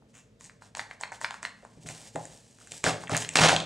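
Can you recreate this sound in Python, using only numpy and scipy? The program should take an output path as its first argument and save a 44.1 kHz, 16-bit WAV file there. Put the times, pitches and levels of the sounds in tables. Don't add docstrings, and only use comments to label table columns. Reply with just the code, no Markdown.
import sys
import numpy as np
from scipy import signal
from scipy.fft import rfft, irfft, next_fast_len
from scipy.io import wavfile
from scipy.ndimage import uniform_filter1d

SR = 44100
rng = np.random.default_rng(int(sys.argv[2]) if len(sys.argv) > 2 else 0)


def rack_gain(trim_db):
    fader = np.asarray(trim_db, float)
    return 10 ** (fader / 20)


def master(y):
    cut = np.clip(np.atleast_2d(y).T, -1, 1)
    pcm = np.round(cut * 32767)
    wavfile.write(sys.argv[1], SR, pcm.astype(np.int16))


N = 160965


def evened(x):
    return x / np.sqrt(np.mean(x ** 2) + 1e-20)


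def colour(x, points):
    x = np.concatenate([x, x[..., ::-1]], axis=-1)
    hz, db = np.transpose(points)
    size = next_fast_len(x.shape[-1])
    log_hz = np.log(np.fft.rfftfreq(size, 1 / SR) + 1)
    gain = rack_gain(np.interp(log_hz, np.log(hz + 1), db))
    return irfft(rfft(x, size) * gain, size)[..., :N]


def add(mix, s, sound):
    part = mix[round(s * SR):][:len(sound)]
    part += sound[:len(part)]


def ring(hz, db, t60, rise, sign=1):
    t60 = t60 * np.ones(len(hz))
    t = np.arange(0, t60.max(), 1 / SR)
    strength = np.sign(sign) * rack_gain(db)
    decay = rack_gain(-60 * t / t60[:, None])
    modes = strength[:, None] * np.sin(2 * np.pi * hz[:, None] * t) * decay
    x = modes.sum(0) * np.minimum(t / rise, 1)
    return x / abs(x).max()


def cluster(luck, hz, spread, t60, rise):
    off = np.linspace(-2.2, 2.6, luck.shape[1]) + 0.06 * luck[0]
    mode_db = luck[1] - 3.5 * off ** 2
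    return ring(hz * np.exp(spread * off), mode_db, t60, rise, luck[0] + luck[1])


# frequency in Hz, level in dB.
AIR_COLOUR = [(15, -61), (25, -49), (137, 1), (236, -5), (317, -11), (641, -13.5), (734, -24.5),
              (7710, -37.5), (16000, -56)]
# frequency in Hz, width in Hz, level in dB.
HUM_MODES = [(52.6, 19, -66), (107.4, 29, -64.5), (219, 59, -68), (458, 42, -75)]
# frequency in Hz, side minus mid in dB.
AIR_SIDE = [(60, -31), (240, -14), (950, -2), (3770, -2), (15000, -16)]
AIR_DB = -64


def floor():
    air = rack_gain(AIR_DB) * evened(colour(rng.standard_normal((2, N)), AIR_COLOUR))
    for hz, width, db in HUM_MODES:
        b, a = signal.iirpeak(hz, hz / width, SR)
        hum = signal.lfilter(b, a, rng.standard_normal((2, N)))
        hum = signal.lfilter(b, a, hum)
        air = air + rack_gain(db) * evened(hum)
    return np.array([air[0], colour(air[1], AIR_SIDE)])


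# frequency in Hz, t60 in seconds.
ROOM_T60 = [(100, 0.53), (260, 0.77), (700, 0.46), (1840, 0.42), (4850, 0.39), (10000, 0.33)]
# frequency in Hz, side minus mid in dB.
REVERB_SIDE = [(60, -32), (550, -14), (1650, -11.5), (4970, -16.5), (15000, -41)]
# delay in seconds, level in dB.
NEAR_ECHOES = [(.0019, -37.5), (.009, -18), (.0155, -22.5), (.019, -19.5)]
ROOM_DB, ROOM_RISE_S = -7.5, 0.0063
ROOM_TURN_S = 0.37


def room(x):
    hz, t, z = signal.stft(rng.standard_normal((3, 2, SR)), SR, nperseg=256)
    table_hz, table_t60 = np.transpose(ROOM_T60)
    t60 = np.interp(np.log(hz + 1), np.log(table_hz), table_t60)
    tails = signal.istft(z * rack_gain(-60 * t / t60[:, None]), SR, nperseg=256)[1]
    tails = tails * np.minimum(np.arange(tails.shape[-1]) / SR / ROOM_RISE_S, 1) ** 2
    tails = rack_gain(ROOM_DB) * tails / np.linalg.norm(tails[0, 0])
    wet = np.zeros((2, N))
    for k, tail in enumerate(tails):
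        turn = np.arange(N) / SR / ROOM_TURN_S + k / 3
        share = np.sqrt(2 / 3) * abs(np.cos(np.pi * turn))
        wet += signal.fftconvolve((share * x)[None], tail, axes=1)[:, :N]
    for k, (delay, db) in enumerate(NEAR_ECHOES):
        add(wet[0], delay, (-1) ** k * rack_gain(db) * x)
    side = colour(wet[1], REVERB_SIDE) + rack_gain(-34) * x
    return np.array([x + wet[0], side])


def stroke(s, length, db):
    rise_s, fall_s = 0.019, 0.015
    t = np.arange(N) / SR - s
    return rack_gain(db) * np.clip(t / rise_s, 0, 1) * np.exp(-np.maximum(t - length, 0) / fall_s)


# start in seconds, length in seconds, level in dB,
# weight from 0 (light hiss) to 1 (heavy scrape).
RUB_STROKES = [(1.554, 0.25, -67, 0.62), (0.076, 0.036, -75, 0.06), (0.39, 0.088, -59, 0.24),
               (0.603, 0.07, -60, 0.58), (0.753, 0.054, -44.5, 0.63), (0.891, 0.044, -57, 0.62),
               (0.993, 0.046, -49, 0.67), (1.113, 0.04, -51, 0.55), (1.202, 0.048, -45.5, 0.44),
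               (1.311, 0.055, -59.5, 0.2), (1.418, 0.04, -45, 0.7), (1.801, 0.04, -62.5, 0.14),
               (1.852, 0.071, -46, 0.41), (1.934, 0.15, -52.5, 0.32), (2.125, 0.25, -57.5, 0.24),
               (2.377, 0.43, -65.5, 0.2), (2.59, 0.31, -63.5, 0.25), (2.703, 0.069, -54.5, 0),
               (2.833, 0.063, -28, 0.8), (2.992, 0.047, -50, 0.46), (3.094, 0.081, -35.5, 0.79),
               (3.19, 0.022, -41, 0), (3.206, 0.022, -47, 0), (3.32, 0.021, -43.5, 0.63)]
# time in seconds, level in dB, weight 0 to 1.
DRAG_JERKS = [
    [(3.354, -10.5, 0.5), (3.364, -25, 0.49), (3.385, -25, 1), (3.4, -20, .9), (3.4045, -39, 1)],
    [(3.408, -21, 0.84), (3.444, -17, 1), (3.468, -23.5, 1), (3.478, -42, 1)],
    [(3.484, -21.5, 1), (3.5, -24, .9), (3.53, -24, 1), (3.556, -36.5, 1), (3.6, -58, 1)],
]
# start in seconds, length in seconds, level in dB.
PAD_STROKE = (0.13, 0.07, -60)
# frequency in Hz, level in dB.
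PAD_SPECTRUM = [(1200, -4), (2800, -1.5), (4400, -15), (7200, -0.5), (12000, -26.5)]
LIGHT_SPECTRUM = [(530, -3), (900, -1), (1370, -44), (1630, -7.5), (4180, -5.5), (8050, -0.5),
                  (15500, -31.5)]
HEAVY_SPECTRUM = [(47, -44), (80, -12), (227, -8), (395, -14), (629, -3), (917, -8.5), (6590, -20.5),
                  (8990, -26.5), (16000, -63)]
GRIT_PER_S, GRIT_DB, GRIT_SHARE = 5700, 5.5, 0.55


def rubbing():
    t = np.arange(N) / SR
    light, heavy = np.zeros((2, N))
    for s, length, db, weight in RUB_STROKES:
        shape = stroke(s, length, db)
        light = light + (1 - weight) * shape
        heavy = heavy + weight * shape
    at, db, weight = np.concatenate(DRAG_JERKS).T
    shape = rack_gain(np.interp(t, at, db)) * np.clip((t - at[0]) / 0.011, 0, 1)
    weight = np.interp(t, at, weight)
    light = light + (1 - weight) * shape
    heavy = heavy + weight * shape

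    noise = rng.standard_normal((2, N))
    struck = rng.random((2, N)) < GRIT_PER_S / SR
    grain_db = GRIT_DB * np.minimum(rng.exponential(1, (2, N)), 2)
    grit = evened(noise * rack_gain(grain_db) * struck)
    flutter = rack_gain(2.8 * evened(uniform_filter1d(rng.standard_normal((2, N)), 140)))
    grit_share = GRIT_SHARE * np.array([[0.6], [1]])
    rough = flutter * (grit_share * grit + (1 - GRIT_SHARE) * noise[::-1])

    pad = stroke(*PAD_STROKE) * evened(colour(rough[0], PAD_SPECTRUM))
    hiss = light * evened(colour(rough[0], LIGHT_SPECTRUM))
    scrape = heavy * evened(colour(rough[1], HEAVY_SPECTRUM))
    return pad + hiss + scrape


# frequency in Hz, level in dB, t60 in seconds.
TABLE_MODES = [(53, -3.5, 0.17), (117, 6, 0.18), (158.7, 6, .2), (210.6, 6.5, 0.11), (260.7, 2, 0.13),
               (339.6, -1, 0.11), (424, 2.5, .08)]
# time in seconds, blow in dB, contact in seconds,
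# hollow-board level in dB re the blow, board pitch in Hz.
TABLE_BLOWS = [(1.628, -57.5, 0.0051, 9.5, 573), (1.773, -40.5, 0.0022, -18, 590),
               (1.84, -37.5, 0.015, -20, 580), (1.898, -37.5, 0.002, -3, 630),
               (2.1502, -38.5, 0.0031, 4.5, 423), (2.157, -34.5, 0.0024, 9.5, 637.5),
               (2.19, -47, 0.001, 9.5, 784), (2.719, -40.5, 0.0011, -4, 610), (2.841, -23, 0.001, -3, 488),
               (2.857, -26.5, 0.0042, 0.5, 694), (2.868, -25.5, 0.0027, 1.5, 555),
               (2.885, -27.5, 0.0022, 4, 620), (3.096, -30, 0.0012, 2, 646),
               (3.121, -24, 0.0031, -8.5, 512), (3.132, -31, 0.0014, 7, 667),
               (3.147, -41.5, 0.0011, 4.5, 536), (3.357, -25, 0.0018, -37, 616),
               (3.408, -16.5, 0.0022, -16, 744), (3.445, -28.5, 0.0017, 4, 635),
               (3.527, -23.5, 0.0017, 5.5, 710), (3.564, -31.5, 0.00088, 0.5, 529)]
BOARD_SPREAD, BOARD_T60 = 0.232, 0.064


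def blows():
    out = np.zeros(N)
    hz, mode_db, t60 = np.transpose(TABLE_MODES)
    for s, db, contact, board_db, board_hz in TABLE_BLOWS:
        luck = rng.standard_normal((3, 24))
        table = ring(hz, mode_db + 2 * luck[2, :len(hz)], t60, contact)
        boards = cluster(luck, board_hz, BOARD_SPREAD, BOARD_T60, contact)
        add(out, s, rack_gain(db) * table)
        add(out, s, rack_gain(db + board_db) * boards)
    return out


# time in seconds, knock in dB, tick in dB, knock pitch in Hz.
SLIDER_CLICKS = [(0.023, -58.5, -79, 900), (0.4465, -62, -38, 2900), (0.453, -53, -38, 2670),
                 (0.4605, -65, -37.5, 2470), (0.409, -51, -35, 1170), (0.442, -62, -34.5, 1820),
                 (0.496, -43.5, -58, 1670), (0.621, -44, -59, 1250), (0.75, -36, -31, 1674),
                 (0.765, -54, -50, 2500), (0.9033, -55, -54, 1510), (0.7706, -37, -27.5, 830),
                 (0.794, -26, -47, 1693), (0.911, -36.5, -51, 1404), (1.0027, -62, -52, 1520),
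                 (1.0108, -39, -26, 1020), (1.1197, -34.5, -33.5, 1010), (1.035, -26.5, -45, 1960),
                 (1.124, -39.5, -63, 1064), (1.214, -33, -26, 1190), (1.245, -23, -47, 1825),
                 (1.308, -33, -29.5, 990), (1.342, -34, -40, 1510), (1.429, -34, -23.5, 1440),
                 (1.451, -25.5, -49, 1860), (1.625, -57, -76, 1150), (1.65, -43, -43.5, 1065)]
# time in seconds, knock in dB, tick in dB, knock pitch in Hz,
# spread of pitch 0 to 1.
EDGE_SNAPS = [(1.861, -47, -46, 1870, .36), (1.888, -36.5, -28, 2100, 0.29), (1.8987, -42, -57, 1780, 0.5),
              (2.1577, -33, -32, 1597, 0.54), (2.2536, -49, -30, 1740, 0), (2.586, -55, -49.5, 1480, 0.5),
              (2.613, -53.5, -60, 1340, 0), (2.6722, -51, -39, 1980, 0.23), (2.7194, -36, -26, 2900, 0.43),
              (2.738, -49, -43, 1500, 0.34), (2.841, -18.5, -14.5, 1390, 0.54),
              (2.865, -21.5, -29, 1550, 0.05), (3.037, -37, -60, 1078, 0.31),
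              (3.072, -39.5, -55, 2580, 0.2), (3.079, -40, -39, 2030, 0.13),
              (3.095, -30.5, -31.5, 1230, 0.34), (3.137, -29, -41, 2440, 0.31),
              (3.148, -23, -26.5, 1700, 0.24), (3.1526, -28.5, -35, 2540, 0.23),
              (3.1668, -39, -12.5, 2500, 0.04), (3.176, -35.5, -18, 5000, 0.06),
              (3.2219, -32, -28, 2310, 0.41), (3.2335, -42, -50, 2120, .2), (3.2474, -32, -45, 2640, 0.6),
              (3.2903, -30.5, -20, 2530, 0.22), (3.356, -16, -14.5, 2025, 0.47),
              (3.3701, -18.5, -17, 3070, 0.37), (3.383, -27, -18.5, 3050, 0), (3.389, -18, -33, 2600, 0.02),
              (3.487, -16, -22, 2950, 0.59), (3.4933, -14, -18, 1630, 0.36), (3.5634, -17, -17.5, 3270, .2),
              (3.6019, -26.5, -29, 3280, 0.21)]
# time in seconds, level in dB, pulse length in seconds.
SHARP_CRACKS = [
    (0.7514, -28, .00006),
    (1.3085, -26, .00008),
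    (3.1677, -15, .00003),
    (3.3645, -14, .00005),
    (3.4752, -7, .00007),
]
# frequency in Hz, level in dB.
SLOT_RESONANCES = [(400, -6), (880, 4.5), (1250, -3), (1850, 3.5), (2450, -0.5), (3200, -8), (4600, 8),
                   (6000, -2.5)]
SLIDER_SPREAD = 0.48
KNOCK_DB, KNOCK_T60, CLICK_RISE_S = 5.5, 0.009, 0.0008
TICK_DB, TICK_HZ, TICK_SPREAD, TICK_T60 = -3, 7400, 0.12, 0.007


def clicks():
    slider, snaps = out = np.zeros((2, N))
    for row, table in zip(out, (SLIDER_CLICKS, EDGE_SNAPS)):
        for s, knock_db, tick_db, hz, *own in table:
            knock_luck, tick_luck = rng.standard_normal((2, 2, 20))
            spread = own[0] if own else SLIDER_SPREAD
            knock = cluster(knock_luck, hz, spread, KNOCK_T60, CLICK_RISE_S)
            tick = cluster(tick_luck, TICK_HZ, TICK_SPREAD, TICK_T60, CLICK_RISE_S / 2)
            add(row, s, rack_gain(knock_db + KNOCK_DB) * knock)
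            add(row, s, rack_gain(tick_db + TICK_DB) * tick)
    for s, db, length in SHARP_CRACKS:
        u = (np.arange(200) - 40) / SR / length
        pulse = (u ** 2 - 1) * np.exp(-u ** 2 / 2)
        add(snaps, s - 40 / SR, rack_gain(db) * pulse)
    return colour(slider, SLOT_RESONANCES) + snaps


# frequency in Hz,
# side minus mid in dB, a quarter turn off.
PORT_SIDE = [(60, -25), (200, -17.5), (430, -11), (1030, -10), (2500, -11.5), (5250, -21.5), (9560, -19.5),
             (15000, -1)]


def scene():
    mid, side = room(clicks() + blows() + rubbing()) + floor()
    mirrored = np.r_[mid, mid[::-1]]
    quarter_turn = signal.hilbert(mirrored, next_fast_len(2 * N)).imag[:N + 2000]
    side = side - colour(quarter_turn, PORT_SIDE)
    return np.array([mid - side, mid + side])


def roll_off(x):
    return signal.sosfilt(signal.butter(12, 16500, fs=SR, output="sos"), x)


# frequency in Hz, level in dB.
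MIC_RESPONSE = [(25, -12), (50, -10.5), (100, -4), (9000, 1), (12000, -1.5), (16000, -4)]


def record(dry):
    limited = np.tanh(colour(dry, MIC_RESPONSE) / 0.77) * 1.072
    return roll_off(limited)


dry = scene()
out = record(dry)
master(out)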